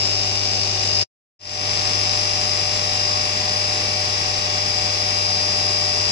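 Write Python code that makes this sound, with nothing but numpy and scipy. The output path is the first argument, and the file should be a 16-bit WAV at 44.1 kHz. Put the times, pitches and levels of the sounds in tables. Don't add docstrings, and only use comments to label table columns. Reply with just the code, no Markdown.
import sys
import numpy as np
from scipy import signal
from scipy.fft import rfft, irfft
from scipy.io import wavfile
from scipy.ndimage import uniform_filter1d

SR = 44100
rng = np.random.default_rng(int(sys.argv[2]) if len(sys.argv) > 2 else 0)


def wav_record(signal):
    frames = np.transpose(np.atleast_2d(signal))
    bounded = np.clip(frames, -1, 1)
    quanta = np.round(bounded * 32767).astype(np.int16)
    wavfile.write(sys.argv[1], SR, quanta)


N = 269451
TIME = np.arange(N) / SR
FREQ = np.arange(N // 2 + 1) * SR / N
SPINDLE_HZ = 100
SECOND_PASS_S = 1.2
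PORT_LAG_S = .00047
TURNS_PER_CYCLE = 8


def undb(db):
    return 10 ** (np.asarray(db) / 20)


def curve(rows):
    return np.interp(TIME, *np.transpose(rows))


def spectrum(rows):
    hz, value = np.transpose(rows)
    return np.interp(np.log(FREQ + 1), np.log(hz), value)


def pan(left_minus_right_db):
    gains = undb(np.array([left_minus_right_db, -left_minus_right_db]).reshape(2, -1) / 2)
    return gains / np.sqrt(np.mean(gains ** 2, axis=0))


def walk(rate_hz):
    count = int(rate_hz * N / SR) + 3
    coarse = signal.resample(rng.standard_normal(count), count * 8)
    return np.interp(TIME * rate_hz * 8, np.arange(len(coarse)), coarse)


def port_lag(hz):
    return PORT_LAG_S * np.interp(hz, [600, 1100], [.15, 1])


def tone(phase, first_db, second_db, pan_db, lead_rad):
    gain = np.where(TIME < SECOND_PASS_S, undb(first_db), undb(second_db))
    port_delay = np.array([[0], [lead_rad]])
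    return np.sqrt(2) * gain * pan(pan_db) * np.sin(phase - port_delay)


# pitch_hz [Hz], gain_db [dB]
FIRST_PASS_COLOUR = [(200, -0.5), (600, 1.5), (1500, -1.5), (2000, -2), (2800, 0), (3600, -0.5), (5000, 2),
                     (7000, -0.5), (10000, -2.5)]


def first_pass(x):
    coloured = irfft(rfft(x) * undb(spectrum(FIRST_PASS_COLOUR)), N)
    return np.where(TIME < SECOND_PASS_S, coloured, x)


# pitch_hz [Hz], density_db [dB per Hz]
COOLANT_COLOUR = [(20, -66), (60, -62), (450, -65), (700, -64.5), (900, -68), (1130, -63), (1400, -69.5),
                  (2600, -63.5), (3200, -64), (4200, -61.5), (4800, -66.5), (5400, -65), (7500, -66.5),
                  (8600, -78.5), (9600, -80.5), (10050, -65), (10600, -100), (11500, -104), (13000, -91)]
# pitch_hz [Hz], likeness [0-1]
PORT_LIKENESS = [(40, .95), (300, 0.94), (700, 0.1), (1500, 0.3), (5000, 0), (12000, 0.12)]
# pitch_hz [Hz], left_minus_right_db [dB]
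BALANCE = [(100, -3.5), (400, 1), (2500, -1), (4000, -1), (5000, 10.5), (6500, -7), (7400, 6), (8200, 8),
           (10000, 11), (14000, 7)]


def coolant(turns, trim_db=-4.0, splash_db=0.7, spray_db=1.0, drops_db=-9):
    drop_chance = 900 / SR
    drops = (rng.random((2, N)) < drop_chance) * rng.standard_normal((2, N))
    noise = rng.standard_normal((2, N)) + undb(drops_db) * drops / drops.std()
    swell_db = splash_db * walk(22.04) + spray_db * np.cos(2 * np.pi * turns)
    shared, own = rfft(noise * undb(swell_db))
    likeness = np.clip(spectrum(PORT_LIKENESS), 0, 1)
    late = shared * np.exp(-2j * np.pi * FREQ * port_lag(FREQ))
    right = likeness * late + np.sqrt(1 - likeness ** 2) * own
    colour = undb(spectrum(COOLANT_COLOUR) + trim_db) * pan(spectrum(BALANCE)) * np.sqrt(SR / 2)
    return irfft(colour * np.array([shared, right]), N)


# pitch_hz [Hz], first_pass_db [dB], second_pass_db [dB],
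# left_minus_right_db [dB], left_lead_rad [radians], roughness_rad [radians]
MOTOR_TONES = [(379.5, -42.5, -47, 1, -.1, .8), (450, -52, -49, 0, -.1, .6), (522.5, -53, -54, 3, .3, .2),
               (638.5, -51, -52, 7, .4, .2), (734.2, -53, -52, 6, -.6, .3), (736.3, -46, -45, 6, -.6, .35),
               (746.27, -41.5, -40.5, 1, -.4, .06), (750, -51, -46.5, 3, -.5, .06),
               (763.2, -56, -52, 7, 1, .4), (820.9, -54, -52, 7, .3, .1), (836.2, -51, -48.5, 13, -.4, .2)]
THROB_S = 3.48


def motors(drift_rad=0.07, waver_db=0.3, trim_db=-1):
    out = 0
    for hz, *levels, rough_rad in MOTOR_TONES:
        wander = drift_rad * walk(3.4) + rough_rad * walk(28)
        phase = 2 * np.pi * hz * (TIME - THROB_S) + wander
        out = out + undb(trim_db + waver_db * walk(9)) * tone(phase, *levels)
    return out


# multiple [of the spindle rate], first_pass_db [dB], second_pass_db [dB],
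# left_minus_right_db [dB], left_lead_rad [radians]
FRAME_HUM = [(1, -32.5, -34.3, 2, .4), (2, -49, -49, 3, 0), (4, -49, -49.5, 4, .2), (5, -52, -47, -10, .8),
             (6, -41, -37.5, -1, .5), (8, -44.5, -44.2, 11, .3), (10, -52, -46.5, 11, 2.1),
             (11, -43, -38, 3, -2.7), (12, -51, -47.5, -10, 1.3), (19, -57, -47, 9, -1),
             (20, -51, -46, -2, -1.5), (23, -45, -40.5, 9, 1.4), (25, -45, -46, 8, -1),
             (27, -51, -45, 0, 1), (28, -39, -42, 3, 2.2), (31, -56, -47, 0, -1.7), (34, -51, -46, 4, -.8),
             (38, -44, -44, 4, -.1)]


def hum(turns, waver_db=0.87, drift_rad=0.11, flutter_rad=0.13, trim_db=0.42):
    out = 0
    for multiple, *levels in FRAME_HUM:
        loose = min(multiple / 6, 1.8)
        wander = loose * (drift_rad * walk(6) + flutter_rad * walk(30))
        phase = 2 * np.pi * (multiple * turns + rng.random()) + wander
        out = out + undb(trim_db + loose * waver_db * walk(7)) * tone(phase, *levels)
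    return out


# [dB, relative]
CHATTER_STROKES = [(5.2, -2), (7.5, 1), (17.8, -1), (21.7, 1), (24.6, 0), (28.6, -4), (33.2, 1), (44.5, -2),
                   (48.3, -1), (51.4, -5), (56.6, 0), (61, 2.5), (75.6, -1), (78.2, -5)]
# time_s [s], level_db [dB]
CHATTER_LOUDNESS = [(.1, -36), (1.0, -33), (1.8, -31.5), (3.3, -32.5), (5.3, -32.5), (6.1, -30)]
BELT_LAP_MS = 80.4
CHATTER_HZ, CHATTER_SPREAD_HZ, STROKE_MS = 4970, 110, .8
CHATTER_PAN_DB = 8


def chatter(drift_rad=.3, waver_db=0.5, rasp=0.24):
    out = 0
    for centre_ms, level_db in CHATTER_STROKES:
        age_ms = (TIME * 1000 - centre_ms + BELT_LAP_MS / 2) % BELT_LAP_MS - BELT_LAP_MS / 2
        near = abs(age_ms) < 4
        age = age_ms[near] - np.array([[0], [PORT_LAG_S * 1000]])
        hz = CHATTER_HZ + CHATTER_SPREAD_HZ * rng.standard_normal()
        grit_points = rng.standard_normal(18) + 1j * rng.standard_normal(18)
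        grit = np.interp(age, np.linspace(-5, 5, 18), grit_points)
        phase = 2 * np.pi * (hz * age / 1000 + rng.random()) + drift_rad * walk(1.5)[near]
        ring = ((1 + rasp * grit) * np.exp(1j * phase)).imag
        envelope = np.exp(-.5 * (age / STROKE_MS) ** 2)
        stroke = np.zeros((2, N))
        stroke[:, near] = undb(level_db + waver_db * walk(2)[near]) * envelope * ring
        out = out + stroke
    return out / out.std() * undb(curve(CHATTER_LOUDNESS)) * pan(CHATTER_PAN_DB)


# pitch_hz [Hz], five of level_db [dB, one per time below],
# left_minus_right_db [dB], left_lead_rad [radians]
WHINE_PARTIALS = [(4450, -48, -47, -46, -45, -44, 12, 1.6), (4500, -45, -43, -43, -39, -41, 6, 2.1),
                  (4600, -41, -44, -40, -35.5, -36, 7, 1.4), (4700, -40, -40, -42, -39.5, -39, 5, 1.2),
                  (4750, -52, -52, -48, -41, -42, 10, 1.2), (4800, -51, -51, -41, -42, -48, 9, 2.1),
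                  (4875.4, -38, -37, -46, -42, -41, 8, 2.6), (4887.9, -41, -38, -43, -42, -42, 9, 2.6),
                  (4900, -42, -36, -38, -39, -39, 12, 2.7), (4925.3, -43, -45, -32, -32, -30, 14, 2.5),
                  (4950.1, -29.5, -23.5, -36, -37, -37, 7, 2.5), (4975.3, -46, -46, -46, -39, -40, 12, -.1),
                  (5000, -33, -30, -32, -36, -26.5, 6, 1.9), (5049.95, -43, -39, -31.5, -37, -36, 2, -.2),
                  (5099.9, -39, -33, -31, -31, -30.5, 7, 1.1), (5124.7, -43, -41, -40, -40, -42, 6, 2.3),
                  (5149.7, -29, -38, -36, -38, -38, 5, -3), (5199.5, -38, -39, -41, -38, -37, 4, 3),
                  (5250, -45, -47, -39, -43, -46, 3, 1), (5300, -32, -34, -48, -48, -49, 6, 2.7),
                  (5700, -44, -43, -42, -41, -41, 1, .1), (5750, -46, -46, -42, -41, -41, 9, 1.6),
                  (5850, -54, -54, -45, -45, -45, 10, .7)]
WHINE_TIMES = [.1, .95, 2.1, 4.4, 5.2]


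def whine(turns, drift_rad=0.27, waver_db=2.0, trim_db=-0.24):
    ring = 0
    for hz, *levels, pan_db, lead_rad in WHINE_PARTIALS:
        gain = undb(np.interp(TIME, WHINE_TIMES, levels) + waver_db * walk(5))
        phase = 2 * np.pi * (hz / SPINDLE_HZ * turns + rng.random()) + drift_rad * walk(1.5)
        ports = pan(pan_db) * np.exp(-1j * np.array([[0], [lead_rad]]))
        ring = ring + ports * (gain * np.exp(1j * phase))
    power = np.mean(abs(ring) ** 2, axis=0) + abs(ring.mean(axis=0)) ** 2
    evening = (power / uniform_filter1d(power, SR // 6) + .3) ** -.12
    makeup = 1 / np.sqrt(np.mean(power * evening ** 2) / power.mean())
    return np.sqrt(2) * undb(trim_db) * ring.imag * evening * makeup


# [dB, relative]
EDGE_BITES = [(2, -1), (6.6, -4), (12.1, 0), (14.35, 1), (17.6, -4)]
# [dB, relative]
TICK_SPECTRUM = [(100, -38.5), (300, -23), (800, -6.5), (1400, -1), (2400, -1.5), (4000, 0.5), (5800, 3),
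                 (7500, -13.5), (9000, -28.5), (12000, -54.5)]


def ticks(turns, level_db=-33, scatter_db=1.2, ring_s=0.00017, fresh=.2, jitter_s=.00001):
    cycles = np.arange(0, turns[-1], 2)
    snaps = np.zeros(N)
    age = np.arange(128) / SR
    for start_ms, bite_db in EDGE_BITES:
        own = rng.standard_normal(len(age))
        chance = rng.standard_normal((len(cycles), len(age) + 2))
        cracks = (own + fresh * chance[:, 2:]) * np.exp(-age / ring_s)
        cracks /= np.linalg.norm(cracks, axis=1, keepdims=True)
        cracks *= undb(bite_db + scatter_db * chance[:, :1])
        starts = np.interp(cycles, turns, TIME) + start_ms / 1000 + jitter_s * chance[:, 1]
        first_sample = np.round(starts * SR).astype(int)[:, None]
        np.add.at(snaps, (first_sample + np.arange(len(age))) % N, cracks)
    lag = 2 * np.pi * FREQ * port_lag(FREQ)
    ports = pan(spectrum(BALANCE)) * np.exp(-1j * lag * np.array([[0], [1]]))
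    out = irfft(rfft(snaps) * undb(spectrum(TICK_SPECTRUM)) * ports, N)
    return undb(level_db) * out / out.std()


def strikes(size, contact_turns=0.84, rub_db=3, force_db=-0.5):
    angle = np.arange(size) * TURNS_PER_CYCLE / size % 1 - .5
    force = undb(force_db * rng.standard_normal(TURNS_PER_CYCLE))
    force = np.repeat(force, size // TURNS_PER_CYCLE)
    return force * np.exp(-.5 * (angle / contact_turns) ** 2) + undb(rub_db)


# pitch_hz [Hz], width_hz [Hz], level_db [dB]
BODY_RESONANCES = [(920, 910, -61), (2680, 590, -48), (3500, 490, -50), (4950, 300, -47), (5640, 160, -48),
                   (5995, 140, -49), (7464, 140, -52.5), (10000, 75, -47)]
# pitch_hz [Hz], gain_db [dB]
UNEVEN_CHIPS = [(100, -14), (700, 2.5), (2500, -4), (4200, 4.5), (5000, 4), (5700, 7.5), (10000, -5)]


def partial_levels(hz, is_first_pass, half_db=-4, quarter_db=-10.0, eighth_db=-12, side_db=4.5):
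    step = np.arange(len(hz))
    body = 0
    for centre_hz, width_hz, level_db in BODY_RESONANCES:
        body = body + undb(level_db) ** 2 / (1 + 2 * ((hz - centre_hz) / width_hz) ** 2) ** 2
    between = np.select([step % 2 == 1, step % 4 == 2], [eighth_db, quarter_db], half_db)
    between = between + np.interp(hz, FREQ, spectrum(UNEVEN_CHIPS))
    db = 10 * np.log10(body) + (step % 8 > 0) * between
    if is_first_pass:
        db += np.interp(hz, FREQ, spectrum(FIRST_PASS_COLOUR))
    taken = [0] + [row[0] for row in FRAME_HUM]
    taken += [row[0] / SPINDLE_HZ for row in WHINE_PARTIALS + MOTOR_TONES]
    db[[round(multiple * 8) for multiple in taken]] = -140
    return db, side_db + np.interp(hz, FREQ, spectrum(BALANCE))


def cutter(turns, memory=0.99, patchy=0.82, walls_rad=1.0, trim_db=2.66):
    size = TURNS_PER_CYCLE * SR // SPINDLE_HZ
    fine = 8 * size
    hz = np.arange(size // 2 + 1) * SR / size
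    place = turns / TURNS_PER_CYCLE % 1 * size
    hop_s = SECOND_PASS_S / 6
    out = np.zeros((2, N))
    for is_first_pass, stations in [(True, range(7)), (False, range(7, 32))]:
        db, side = partial_levels(hz, is_first_pass)
        burst = strikes(size)
        wall_turn = walls_rad * np.minimum(hz / 1500, 1) * rng.standard_normal(len(hz))
        lag = 2 * np.pi * hz * port_lag(hz) + wall_turn
        ports = undb(db + trim_db) * pan(side) * np.exp(-1j * lag * np.array([[0], [1]]))
        scrape = rng.standard_normal(size)
        for station in stations:
            scrape = memory * scrape + np.sqrt(1 - memory ** 2) * rng.standard_normal(size)
            grain = rfft(scrape * burst)
            grain /= np.sqrt(np.mean(abs(grain) ** 2))
            grain = grain * abs(grain) ** (patchy - 1)
            cycle = irfft(ports * grain, fine) * fine / np.sqrt(2)
            distance = abs(TIME / hop_s - station)
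            near = distance < 1
            for port in range(2):
                heard = np.interp(place[near], np.arange(fine) / 8, cycle[port], period=size)
                out[port, near] += (1 - distance[near]) * heard
    return out


# pitch_hz [Hz], gain_db [dB]
ENCLOSURE_COLOUR = [(1700, 1), (2000, 1.5), (2450, 1), (2720, 1), (3050, -1.5), (3260, -3.5), (3400, -2),
                    (3560, 0.5), (3680, -6.5), (3850, 1), (4020, -2), (4400, 0), (5280, 7.5), (5500, 1.5),
                    (5900, 0), (6100, 1), (6250, -2), (6380, 1), (6950, -2.5), (7380, 2), (7560, 0),
                    (7750, 2), (8100, -5)]


def enclosure(x):
    return irfft(rfft(x) * undb(spectrum(ENCLOSURE_COLOUR)), N)


# time_s [s], load_db [dB]
FIRST_PASS_LOAD = [(0.03, -27), (1.0, -26), (1.02, -23)]
# time_s [s], load_db [dB]
SECOND_PASS_LOAD = [(1.68, -24.5), (3.08, -26), (4.74, -27.5), (5.25, -27), (5.72, -28.5), (6.1, -26.5)]


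def scene():
    turns = SPINDLE_HZ * TIME + 0.00063 * walk(3.9)
    load_db = curve(np.vstack([FIRST_PASS_LOAD, SECOND_PASS_LOAD]))
    cut = undb(load_db - load_db.mean()) * (cutter(turns) + first_pass(ticks(turns)))
    walled = enclosure(first_pass(coolant(turns)) + cut)
    return walled + motors() + hum(turns) + chatter() + whine(turns)


DROP_S, DROP_DB_PER_S = 1.028, 1644
RETURN_S, RETURN_LENGTH_S, RETURN_POWER = 1.391, 0.32, 1.04


def fade():
    fall = undb(-DROP_DB_PER_S * np.clip(TIME - DROP_S, 0, .1))
    rise = np.clip((TIME - RETURN_S) / RETURN_LENGTH_S, 0, 1) ** RETURN_POWER
    return np.maximum(fall, rise)


def record(dry):
    low_pass = signal.ellip(8, .2, 80, 15200, fs=SR, output="sos")
    return signal.sosfilt(low_pass, dry * fade())


dry = scene()
out = record(dry)
wav_record(out)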